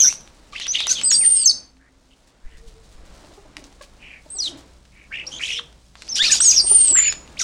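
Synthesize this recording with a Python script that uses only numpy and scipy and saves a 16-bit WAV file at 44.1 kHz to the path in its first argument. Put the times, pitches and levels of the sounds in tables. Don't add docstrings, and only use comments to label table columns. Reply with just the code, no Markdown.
import sys
import numpy as np
from scipy import signal
from scipy.fft import rfft, irfft
from scipy.io import wavfile
from scipy.ndimage import uniform_filter1d, minimum_filter1d

SR = 44100
rng = np.random.default_rng(int(sys.argv[2]) if len(sys.argv) > 2 else 0)


def materialize(psi):
    bounded = np.clip(np.atleast_2d(psi).T, -1, 1)
    quanta = np.round(bounded * 32767).astype(np.int16)
    wavfile.write(sys.argv[1], SR, quanta)


def makeup_ratio(level_db):
    decades = np.asarray(level_db, float) / 20
    return 10 ** decades


N = 327663
T = np.arange(N) / SR


def unit(x):
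    return x / np.sqrt(np.mean(x ** 2) + 1e-18)


def coloured(points, count=N):
    hz, db = np.transpose(points)
    f_hz = np.maximum(np.fft.rfftfreq(count, 1 / SR), 1)
    gain = makeup_ratio(np.interp(np.log(f_hz), np.log(hz), db))
    return unit(irfft(rfft(rng.standard_normal(count)) * gain, count))


def band(x, hz, width_hz):
    q = np.clip(hz / width_hz, .3, 99)
    return signal.lfilter(*signal.iirpeak(np.clip(hz, 20, .45 * SR), q, SR), x)


def walk(rate_hz, count=N):
    k = max(int(SR / rate_hz), 2)
    noise = rng.standard_normal(count + 2 * k)
    return unit(uniform_filter1d(uniform_filter1d(noise, k), k)[k:k + count])


def note(s, length_s, hz, db):
    u = np.linspace(0, 1, num=40)
    return np.transpose([s + length_s * u, hz(u), db(u) + 0 * u])


def curve(table, fade_s=0.0022):
    s, *columns = np.transpose(table)
    at = slice(int(max(s[0], 0) * SR), min(int(s[-1] * SR), N))
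    t = T[at]
    already_on = s[0] < .002
    gate = np.clip(np.minimum(t - s[0] + already_on, s[-1] - t) / fade_s, 0, 1)
    return at, t, [np.interp(t, s, c) for c in columns], gate


def add(out, s, x):
    i = max(int(s * SR), 0)
    out[i:i + len(x)] += x[:N - i]


def syrinx(hz, second_db, third_db):
    phase = 2 * np.pi * np.cumsum(hz) / SR
    second = makeup_ratio(second_db) * (hz < 7900) * np.sin(2 * phase)
    third = makeup_ratio(third_db) * (hz < 5200) * np.sin(3 * phase)
    return np.sqrt(2) * (np.sin(phase) + second + third)


def buzz():
    # t/s, f/Hz, level/dB
    buzz_curve = [
        (0, 6630, -6.5),
        (.03, 5880, -6.5),
        (.058, 5880, -12.5),
        (.086, 5920, -8.5),
        (.092, 5750, -32.5),
    ]
    pulse_hz = 143.4
    out = np.zeros(N)
    at, t, (hz, db), gate = curve(buzz_curve)
    cycle = (t * pulse_hz + 0.94) % 1
    pulses = 0.05 + 5 * t + np.sin(np.pi * cycle) ** 1.3
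    chirp_hz = hz - 1050 * (.5 - cycle) + 100 * walk(500, len(t))
    out[at] = gate * makeup_ratio(db) * pulses * syrinx(chirp_hz, -23, -60)
    return out


def rasp():
    # start t/s, length/s, centre f/Hz, level/dB
    screeches = [(0, 0.18, 6600, -34), (0.515, 0.2, 3800, -41.5), (0.72, .16, 4180, -35.5),
                 (0.888, 0.072, 5837, -24), (0.963, 0.0808, 3946, -35), (1.099, .1, 5880, -28.5),
                 (1.192, 0.32, 4920, -42.5), (4.417, 0.11, 5600, -37), (5.251, 0.17, 5380, -47),
                 (5.392, 0.23, 5600, -37.5), (5.948, 0.34, 4620, -49), (6.152, 0.062, 5080, -24.5),
                 (6.217, 0.12, 4677, -23.5), (6.3, 0.098, 5465, -20), (6.409, .22, 5026, -29),
                 (6.639, 0.38, 5100, -37.5), (6.945, 0.23, 3300, -36), (7.385, 0.1, 5290, -28)]
    out = np.zeros(N)
    for s, length_s, hz, db in screeches:
        count = int(length_s * SR)
        rise = np.linspace(0, 1, count)
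        bursts = rng.standard_normal(count) * makeup_ratio(3.0 * walk(697, count))
        hiss = band(band(bursts, hz, 0.94 * hz), hz, 0.94 * hz)
        strands = np.zeros(count)
        for ratio in (.7, .9, 1.1, 1.35):
            wander = 1 - 1.5 * T[:count] + .1 * walk(60, count) + .02 * walk(400, count)
            strands += makeup_ratio(5 * walk(70, count)) * syrinx(hz * ratio * wander, -30, -40)
        voiced = makeup_ratio(.6 * (db + 20))
        shape = np.minimum(rise / 0.11 + (s < .002), 1) * np.minimum((1 - rise) / 0.46, 1)
        add(out, s, makeup_ratio(db) * shape * (unit(hiss) + voiced * unit(strands)))
    return out


def squawks():
    # start t/s, length/s, from f/Hz, to f/Hz, level/dB
    smooth_notes = [
        (.946, .066, 3500, 2900, -28),
        (.975, .035, 3900, 3300, -36),
        (0, .034, 3350, 3000, -31),
        (.034, .036, 1500, 1600, -35),
        (.066, .062, 1900, 2950, -36),
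        (.036, .04, 3900, 3000, -37),
        (7.02, .07, 4400, 4750, -36),
        (6.555, .06, 5900, 4700, -15),
    ]
    warbled_notes = [
        (5.405, 0.19, 2100, 2802, -37.5),
    ]
    rich_notes = [
        (5.31, 0.085, 2950, 3350, -36),
        (.523, 0.027, 1200, 1200, -40),
    ]
    raspy_notes = [
        (5.428, 0.049, 6300, 6500, -35),
        (.6, .065, 6100, 5900, -40),
        (6.955, .065, 2800, 3000, -35.5),
        (1.79, .11, 1500, 2000, -62.5),
        (2.1, 0.051, 2700, 3100, -59.5),
        (5.49, .1, 5830, 5570, -37),
        (6.14, .035, 5400, 5650, -26),
        (7.405, 0.026, 6480, 6064, -17.5),
    ]
    far_notes = [
        (2.41, 0.12, 1500, 2900, -57.5),
        (2.47, .16, 1807, 1945, -58),
        (2.48, 0.12, 3100, 2505, -60),
        (3.985, .23, 2646, 2148, -43.5),
        (4.91, 0.18, 2256, 2350, -51.5),
    ]
    # t/s, f/Hz, level/dB
    left_bird = [
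        [(0.548, 2570, -35), (0.5545, 2140, -36), (0.557, 2070, -35.5), (0.5649, 2890, -29),
         (0.5679, 2325, -40), (0.577, 3090, -37), (0.5949, 3450, -35), ],
        [(0.6, 3402, -33), (0.605, 4305, -31), (0.61, 2900, -33), (0.6195, 2935, -30), (0.626, 4010, -33),
         (0.632, 2890, -34), (0.651, 3900, -33.5), (0.659, 2750, -30.5), (0.6668, 3703, -30)],
        [(0.735, 3660, -29), (0.74, 3860, -28), (0.748, 3150, -25.5), (0.7524, 2978, -20),
         (0.7559, 3040, -16.5), (0.7589, 3445, -20), (0.7654, 2800, -22), (0.7734, 3096, -24.5),
         (0.7779, 2670, -28)],
        [(0.779, 4080, -36), (0.783, 4298, -35), (0.788, 3972, -28), (0.7905, 3617, -23), (0.7964, 3402, -24),
         (0.8219, 3732, -25)],
        [(0.822, 3224, -25), (0.825, 3531, -26), (0.8524, 3610, -28.5), (0.8559, 3880, -34),
         (0.8604, 2880, -27), (0.8624, 2842, -26), (0.8654, 3617, -24), (0.8679, 3706, -32)],
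    ]
    right_bird = [
        [(5.105, 1427, -53), (5.119, 1665, -40), (5.1249, 2153, -35), (5.1604, 2700, -29), (5.1649, 2980, -38),
         (5.1673, 2196, -34), ],
        [(5.17, 2893, -31.5), (5.186, 2182, -32), (5.1875, 2540, -37), (5.191, 2340, -27), (5.1969, 2786, -30),
         (5.2044, 2293, -37), (5.2119, 2444, -32), (5.2428, 2730, -45), (5.2498, 2400, -49)],
        [(5.385, 3590, -39), (5.3885, 3775, -41), (5.3965, 2330, -38), (5.401, 1970, -35),
         (5.4229, 2470, -32.5), (5.4384, 3340, -23.5), (5.4424, 2750, -28), (5.4459, 2583, -38),
         (5.4498, 2971, -26)],
        [(5.45, 2950, -25), (5.4705, 3480, -38), (5.4759, 3218, -35), (5.4799, 3658, -29), (5.4834, 2830, -31),
         (5.4869, 2590, -32), (5.5054, 2800, -27), (5.5069, 2713, -19), (5.5099, 2325, -26)],
        [(5.51, 3617, -39), (5.5135, 3640, -22.5), (5.519, 2998, -27), (5.5574, 3280, -29.5),
         (5.5614, 2964, -30), (5.5793, 3424, -29.5), (5.5913, 3410, -26.5), (5.5998, 3380, -31)],
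        [(6.952, 1596, -30), (6.9734, 1813, -26), (6.9784, 2068, -25), (6.9994, 1750, -30.5),
         (7.0183, 2541, -32.5), (7.0223, 2282, -31), (7.0298, 2325, -31)],
        [(7.0305, 2293, -28), (7.035, 2980, -29), (7.0465, 2096, -31.5), (7.0599, 2764, -22.5),
         (7.0759, 2145, -33), (7.0794, 2630, -26), (7.1118, 2410, -40), (7.1148, 2627, -41)],
    ]
    fight = [
        [(6.5, 5830, -8), (6.509, 6416, -13), (6.5269, 6330, -14.5), (6.5444, 6486, -15), (6.5499, 5469, -18),
         (6.5549, 6363, -20), (6.5574, 6130, -17), (6.5599, 6158, -24)],
        [(6.56, 5430, -14), (6.5655, 5768, -16), (6.5705, 5882, -13), (6.5755, 4766, -15.5),
         (6.5785, 5497, -14.5), (6.6019, 4702, -12), (6.6084, 4874, -11), (6.6179, 4565, -27)],
        [(6.158, 4800, -34), (6.162, 4707, -32), (6.1645, 4349, -30), (6.1675, 3680, -25), (6.1764, 3660, -32),
         (6.1789, 3080, -20), (6.1854, 2894, -27), (6.1959, 3460, -19)],
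        [(6.238, 4005, -29), (6.2425, 3706, -16), (6.2505, 4760, -20), (6.2579, 4909, -22), (6.2834, 3919, -20),
         (6.2978, 3536, -24.5), (6.3098, 3710, -29)],
        [(6.222, 1895, -25), (6.2385, 2286, -27), (6.2415, 2960, -26), (6.2454, 2460, -21), (6.2524, 2375, -23),
         (6.2574, 2953, -26), (6.2624, 2680, -24), (6.2659, 2583, -26), (6.2699, 2756, -31)],
    ]
    # notes, hoarse share 0-1, overtone/dB, shake/Hz, fade/s, slide bend (under 1 = early)
    throats = [(warbled_notes, .08, -27, 200, .015, .4), (smooth_notes, .07, -30, 200, .012, 1.2),
               (rich_notes, .05, -5, 130, .015, .5), (raspy_notes, .35, -30, 240, .012, 1),
               (far_notes, .65, -28, 160, .07, 1.6)]
    voices = [(left_bird, .07, -26, 270, .002), (right_bird, .08, -28, 240, .002),
              (fight, .12, -24, 110, .002)]
    for notes, *voice, bend in throats:
        slides = [note(s, n, lambda u: a + (b - a) * u ** bend, lambda u: db) for s, n, a, b, db in notes]
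        voices.append((slides, *voice))
    shake_rate_hz = 68
    out = np.zeros(N)
    for tables, hoarse, overtone_db, shake_hz, fade_s in voices:
        for table in tables:
            at, t, (hz, db), gate = curve(table, fade_s)
            n = len(t)
            hz = uniform_filter1d(hz, size=60)
            shake_turns = np.cumsum(shake_rate_hz * (1 + .4 * walk(50, n))) / SR
            shake = np.sin(2 * np.pi * shake_turns + 6 * rng.random())
            under_hz = np.maximum(.74 * hz + .6 * shake_hz * walk(90, n), 300)
            swing = np.tanh((shake * makeup_ratio(4 * walk(40, n)) + .7 * walk(260, n)) / 2)
            hz = np.maximum(hz + shake_hz * hz / 1900 * swing, 300)
            stroke = np.cumsum(78 * (1 + .3 * walk(40, n))) / SR % 1
            across_hz = uniform_filter1d(hz, size=500) * (1.4 - .55 * stroke)
            across = np.sin(np.pi * stroke) * syrinx(across_hz, -20, -40)
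            lower = makeup_ratio(-10 + 3 * walk(35, n)) * syrinx(under_hz, -30, -40)
            lower += makeup_ratio(-3.5 + 3 * walk(35, n)) * across
            lower *= (shake_hz / 300) ** 2 * (hz < 4300)
            smear = np.sqrt(1 - hoarse) + np.sqrt(hoarse) * walk(1200, n)
            pulse_db = 3 * (1 - hoarse) * np.gradient(shake) * SR / (2 * np.pi * shake_rate_hz)
            level = makeup_ratio(db + pulse_db + 0.75 * walk(90, n))
            out[at] += gate * level * smear * (syrinx(hz, overtone_db, -31) + lower)
    return out


def rustle():
    # t/s, level/dB
    leaf_levels = [
        (0.398, -62),
        (1.6, -68.5),
        (2.2, -67.5),
        (3.101, -59),
        (3.9, -60.5),
        (4.9, -62.5),
        (6.001, -61.5),
        (7.199, -57.5),
    ]
    # t/s, peak level/dB
    beats = [(2.27, -46.5), (2.5673, -42.5), (2.669, -41.5), (2.839, -47), (2.909, -45.5), (3.05, -44),
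             (3.1374, -43.5), (3.335, -46), (3.5796, -38), (3.638, -40.5), (3.8147, -31), (4.57, -33.5)]
    swell = makeup_ratio(np.interp(T, *np.transpose(leaf_levels)) + 7.5 + 2 * walk(8))
    t = T[:3000]
    for s, db in beats:
        add(swell, s, makeup_ratio(db - 11.5) * t / 0.0086 * np.exp(1 - t / 0.011))
    hiss = coloured([(500, -5.5), (1500, -11.0), (4000, 1.5), (8000, -1), (12000, -8.0), (16000, 5.0)])
    return swell * makeup_ratio(2 * walk(460)) * hiss


def air():
    # t/s, wind level/dB, traffic level/dB
    air_levels = [
        (0, -53, -57.5),
        (1.6, -60, -58.5),
        (2.35, -63, -65.5),
        (2.501, -46, -51.5),
        (3.9, -53, -57.5),
        (4.699, -59, -52),
        (6.1, -59.5, -54),
        (6.7, -46.5, -46),
        (7.43, -55, -50),
    ]
    # t/s, peak level/dB
    puffs = [
        (2.462, -23),
        (2.557, -35),
        (2.67, -35),
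        (2.957, -36),
        (3.029, -35),
        (3.1, -36),
        (6.239, -32),
    ]
    # t/s, level/dB
    hush = [(0, -45.5), (.35, -56), (.9, -44.5), (1.6, -51), (1.75, -62.5), (2.4, -61), (3.1, -52.5),
            (4.2, -56.5), (4.55, -48.5), (4.9, -62.5), (5.35, -48.5), (5.9, -60), (6.3, -42.5),
            (7.43, -49.5)]
    # f/Hz, level/dB
    garden = [(47, -40.5), (80, -9.5), (307, -8), (409, -12), (532, -10.5), (649, -12), (7330, -30),
              (15500, -63)]
    s, *columns = np.transpose(air_levels)
    wind_db, road_db = (np.interp(T, s, c) for c in columns)
    out = makeup_ratio(wind_db) * coloured([(10, -19), (25, -2.5), (45, -5.5), (120, -33.5), (300, -73.5)])
    engine = syrinx(59 * (1 + .04 * walk(3)), -40, -40)
    tyres = coloured([(35, -39.5), (50, -5.5), (80, -9), (200, -14), (500, -50)])
    out += makeup_ratio(road_db) * (.8 * engine + 0.55 * tyres)
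    hush_db = np.interp(T, *np.transpose(hush)) + 1.2 * walk(6)
    out += makeup_ratio(hush_db) * coloured([(40, -40)] + list(garden))
    t = np.linspace(-3, 3, 3500)
    for s, db in puffs:
        add(out, s - .035, makeup_ratio(db) * (t - .4) * np.exp(-t ** 2))
    return out


def ticks():
    # t/s, peak level/dB, centre f/Hz
    strikes = [(0.126, -20.5, 2760), (.209, -35, 8000), (0.2759, -32, 4050), (0.599, -20, 2980),
               (0.6674, -16, 3700), (0.8039, -10.5, 3100), (0.8694, -11, 3770), (1.014, -14, 3030),
               (1.116, -10.5, 4520), (1.7688, -47, 3050), (3.248, -39, 3310), (3.3372, -42.5, 3000),
               (3.568, -19, 3810), (3.641, -30, 4300), (3.7267, -41, 3446), (3.8128, -34, 4447),
               (3.8352, -32.5, 2307), (4.8528, -41, 3450), (5.7274, -40, 3786), (5.9543, -29, 1580),
               (6.021, -23, 3270), (6.0793, -25.5, 4500), (7.125, -11, 3580), (7.2769, -33, 2570)]
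    out, t = np.zeros(N), T[:1500]
    for s, db, hz in strikes:
        burst = rng.standard_normal(1500) * (np.exp(-t / 0.00053) + 0.17 * np.exp(-t / .006))
        click = band(band(burst, hz, 1.5 * hz), 1900, 10000)
        add(out, s, makeup_ratio(db + 2.5) * click / np.max(np.abs(click)))
    return out


def tumble(head, stair):
    s, top_hz, first_db, last_db, scoop_s = head
    drop_s, length_s, step_hz, from_db, to_db = stair
    scoop, droop, droop_s = 0.11, .15, .024
    step_s, step_keep, floor_hz, step_lift, step_fade_db = .0185, .645, 3200, 0.053, -3
    t = np.arange(s, drop_s + length_s, 1 / 1000)
    bend = scoop * np.exp((s - t) / scoop_s) + droop * np.exp(np.minimum(t - drop_s, 0) / droop_s)
    high_hz = top_hz * (1 - bend)
    high_db = np.interp(t, [s, drop_s], [first_db, last_db])
    step, within = np.divmod(np.maximum(t - drop_s, 0) / step_s, 1)
    low_hz = floor_hz + (step_hz - floor_hz) * step_keep ** step
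    low_hz = low_hz * (1 + step_lift * np.sin(np.pi * within))
    low_db = from_db + (to_db - from_db) * (t - drop_s) / length_s + step_fade_db * within
    return np.transpose([t, np.where(t < drop_s, high_hz, low_hz), np.where(t < drop_s, high_db, low_db)])


def whistles():
    # t/s, f/Hz, level/dB
    held = [
        [(1.125, 8230, -20), (1.175, 8205, -13), (1.192, 8780, -11), (1.266, 8870, -9), (1.33, 8765, -9),
         (1.352, 8710, -15), (1.44, 8590, -24)],
        [(6.085, 4330, -32), (6.095, 6190, -25), (6.106, 6275, -27.5), (6.126, 5330, -21.5), (6.136, 5500, -22)],
        [(6.413, 5520, -16), (6.424, 5980, -12.5), (6.432, 6490, -19), (6.452, 6846, -15.5),
         (6.458, 6795, -7.5), (6.485, 6470, -4), (6.5, 6314, -7.5)],
        [(6.612, 8554, -27), (6.68, 8690, -17.5), (6.71, 9123, -9), (6.78, 8830, -9.5), (6.86, 8500, -12),
         (6.93, 7720, -13.5), (6.995, 7103, -7.5), (7.03, 7150, -16), (7.088, 6870, -17), (7.14, 6900, -38)],
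    ]
    # start t/s, top f/Hz, first level/dB, last level/dB, scoop/s
    heads = [
        (1.033, 8764, -17, -16, .024),
        (1.353, 8523, -11, -26, .003),
        (4.301, 8656, -31.5, -34.5, .006),
        (6.402, 8610, -15, -12.5, .008),
    ]
    # first step t/s, length/s, first step f/Hz, first level/dB, last level/dB
    stairs = [
        (1.105, .057, 6535, -11.5, -11.5),
        (1.458, 0.058, 6042, -5.5, -14.5),
        (4.386, 0.085, 5606, -23.5, -23.5),
        (6.494, 0.025, 5680, -11, -7),
    ]
    # start t/s, length/s, from f/Hz, to f/Hz, level/dB
    glides = [(0.684, .035, 4900, 5000, -41), (0.733, .03, 6300, 6600, -38),
              (0.901, .03, 1558, 1471, -40.5), (0.888, 0.015, 2902, 2340, -31),
              (1.022, 0.011, 5600, 5300, -32.5), (1.074, .044, 5032, 4070, -27),
              (1.207, 0.044, 2695, 1776, -35), (1.366, 0.1, 5460, 4210, -29),
              (4.35, .055, 5200, 3200, -50.5), (4.469, 0.0145, 3640, 2965, -25.5),
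              (5.586, 0.0128, 2550, 926, -34.5), (6.191, 0.033, 1528, 1906, -26),
              (6.197, 0.017, 3205, 3645, -14), (6.215, .009, 3510, 3820, -11),
              (6.254, .045, 1512, 1196, -42), (6.264, 0.031, 5899, 4960, -22.5),
              (6.297, 0.013, 1760, 1750, -27.5), (6.316, .03, 1705, 1496, -35.5),
              (6.34, .025, 1494, 620, -42.5), (6.403, 0.0064, 1200, 1820, -30.5),
              (6.401, .011, 2500, 5200, -30), (6.1545, 0.0032, 5705, 5700, -15),
              (6.158, .0035, 5700, 5700, -17), (6.1616, 0.0032, 5800, 5800, -17),
              (6.312, .011, 2879, 2140, -22.5), (6.322, 0.024, 3200, 2600, -28),
              (6.425, .048, 6070, 4680, -20), (6.87, 0.042, 7857, 7770, -19),
              (7.369, 0.018, 1986, 4800, -41), (7.392, .012, 4887, 7170, -20),
              (7.393, 0.015, 3060, 1790, -32), (7.404, 0.025, 1684, 1236, -38.5)]
    # start t/s, length/s, foot f/Hz, top f/Hz, level/dB
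    arches = [
        (1.043, 0.032, 4498, 5030, -29),
        (5.265, 0.018, 4230, 5680, -26.5),
        (6.314, .023, 4828, 7000, -7.5),
        (6.316, 0.016, 7737, 8500, -20),
        (7.09, 0.034, 4920, 5270, -30.5),
    ]
    # start t/s, length/s, held f/Hz, level/dB
    pips = [
        (.678, .048, 5863, -17),
        (0.877, .046, 5897, -13),
    ]
    notes = list(held) + [tumble(*parts) for parts in zip(heads, stairs)]
    for s, n, a, b, db in glides:
        notes.append(note(s, n, lambda u: a * (b / a) ** u, lambda u: db))
    for s, n, a, b, db in arches:
        notes.append(note(s, n, lambda u: a + (b - a) * np.sin(np.pi * .75 * u),
                          lambda u: db - 40 * (u - .55) ** 2))
    for s, n, a, db in pips:
        notes.append(note(s, n, lambda u: a * (1 + 0.079 * np.exp(-u / 0.14) - .3 * np.exp(-u / .04)
                                               + .16 * u ** 5),
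                          lambda u: db - 6 * (1 - u)))
    out, tremble, flutter = np.zeros(N), walk(230), walk(78)
    for table in notes:
        at, t, (hz, db), gate = curve(table)
        hz = uniform_filter1d(hz, 90) * (1 + 0.004 * tremble[at])
        second_db = -18 - 12 * np.maximum(hz / 1000 - 4.5, 0)
        out[at] += gate * makeup_ratio(db + 1.9 * flutter[at]) * syrinx(hz, second_db, -48.0)
    return out


def far_birds():
    # start t/s, length/s, f/Hz, level/dB
    coos = [
        (.75, 0.76, 470, -61),
        (.7, 1.7, 260, -64),
        (2.47, 0.42, 450, -59.5),
        (5.16, 0.23, 526, -58),
        (5.45, 0.25, 470, -57),
    ]
    # start t/s, length/s, f/Hz, level/dB
    croaks = [(3.234, 0.026, 293.4, -50.5), (3.306, 0.017, 351, -46), (3.374, 0.02, 367, -44.5),
              (3.447, 0.024, 298, -48), (3.551, 0.12, 311.4, -46), (3.808, 0.015, 508, -43),
              (4.258, 0.014, 324, -48), (4.346, 0.017, 353, -47), (4.458, 0.147, 317, -40.5),
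              (6.585, 0.016, 283, -53), (6.638, 0.014, 354, -40), (6.71, 0.018, 373, -34.5),
              (6.867, 0.09, 321.3, -38)]
    out = np.zeros(N)
    for s, length_s, hz, db in coos:
        count = int(length_s * SR)
        shape = np.sqrt(np.hanning(count)) * makeup_ratio(db + 5.1 * walk(25, count))
        fall = 1.01 - 0.0089 * T[:count] / length_s ** 2
        add(out, s, shape * syrinx(hz * fall * (1 + 0.018 * walk(30, count)), -36.5, -43))
    for s, length_s, hz, db in croaks:
        count = int(length_s * SR)
        shape = np.hanning(count) ** 0.44 * makeup_ratio(db + 2.4 * walk(46, count))
        croak_hz = hz * np.linspace(1.06, .92, count) * (1 + 0.095 * walk(119, count))
        add(out, s, shape * syrinx(croak_hz, -2 - 70 * length_s, -6 - 90 * length_s))
    return out


def rattles():
    # t/s, click rate f/Hz, level/dB
    trains = [
        [(1.225, 93.3, -36.5), (1.29, 59.87, -37.5), (1.34, 86, -41), (1.38, 140.6, -38), (1.445, 135.9, -39)],
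        [(6.665, 120.4, -39), (6.73, 113.2, -35.5), (6.84, 122, -37), (6.88, 136.3, -32.5), (6.93, 138, -38.5)],
    ]
    # f/Hz, width/Hz, level/dB
    formants = [(3000, 650, 1), (4700, 1090, 2.5), (7000, 1800, -0.5), (10800, 2400, -10.5)]
    clicks = np.zeros(N)
    for train in trains:
        at, t, (hz, db), gate = curve(train)
        turns = np.floor(np.cumsum(hz * (1 + 0.057 * walk(60, len(t)))) / SR)
        clicks[at] = np.diff(turns, prepend=0) * makeup_ratio(db + 33.5 + 2.9 * walk(200, len(t)))
    out = np.zeros(N)
    for k, (hz, width_hz, db) in enumerate(formants):
        out += (-1) ** k * makeup_ratio(db) * band(band(clicks, hz, width_hz), hz, 1.1 * width_hz)
    return out


def fences(x, t60_s=0.29, wet_db=-11):
    t = T[:30000]
    tail = rng.standard_normal(30000) * np.exp(-np.log(1000) * t / t60_s) * np.clip(t / 0.0017, 0, 1)
    tail *= makeup_ratio(wet_db) / np.sqrt(np.sum(tail ** 2))
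    tail[int(.0045 * SR)] += makeup_ratio(-14.5)
    tail[int(.013 * SR)] += makeup_ratio(-15.0)
    return x + signal.fftconvolve(x, tail)[:N]


def scene():
    near = buzz() + rasp() + squawks() + ticks() + whistles() + rattles()
    return (fences(near) + fences(far_birds(), wet_db=-5.5) + rustle() + air())[None]


def top_cut(x):
    return signal.sosfilt(signal.butter(12, 15680, fs=SR, output="sos"), x)


def record(dry):
    dull = signal.sosfilt(signal.butter(6, 9700, fs=SR, output="sos"), dry)
    heard = dull + makeup_ratio(-19.0) * (dry - dull)
    highpass = signal.butter(2, 900, "high", fs=SR, output="sos")
    heard = heard + makeup_ratio(-27) * signal.sosfilt(highpass, heard ** 2)
    gain = np.minimum(.7 / (np.abs(heard) + 1e-9), 1)
    gain = uniform_filter1d(minimum_filter1d(gain, size=89), size=45)
    return top_cut(heard * gain)


dry = scene()
out = record(dry)
materialize(out)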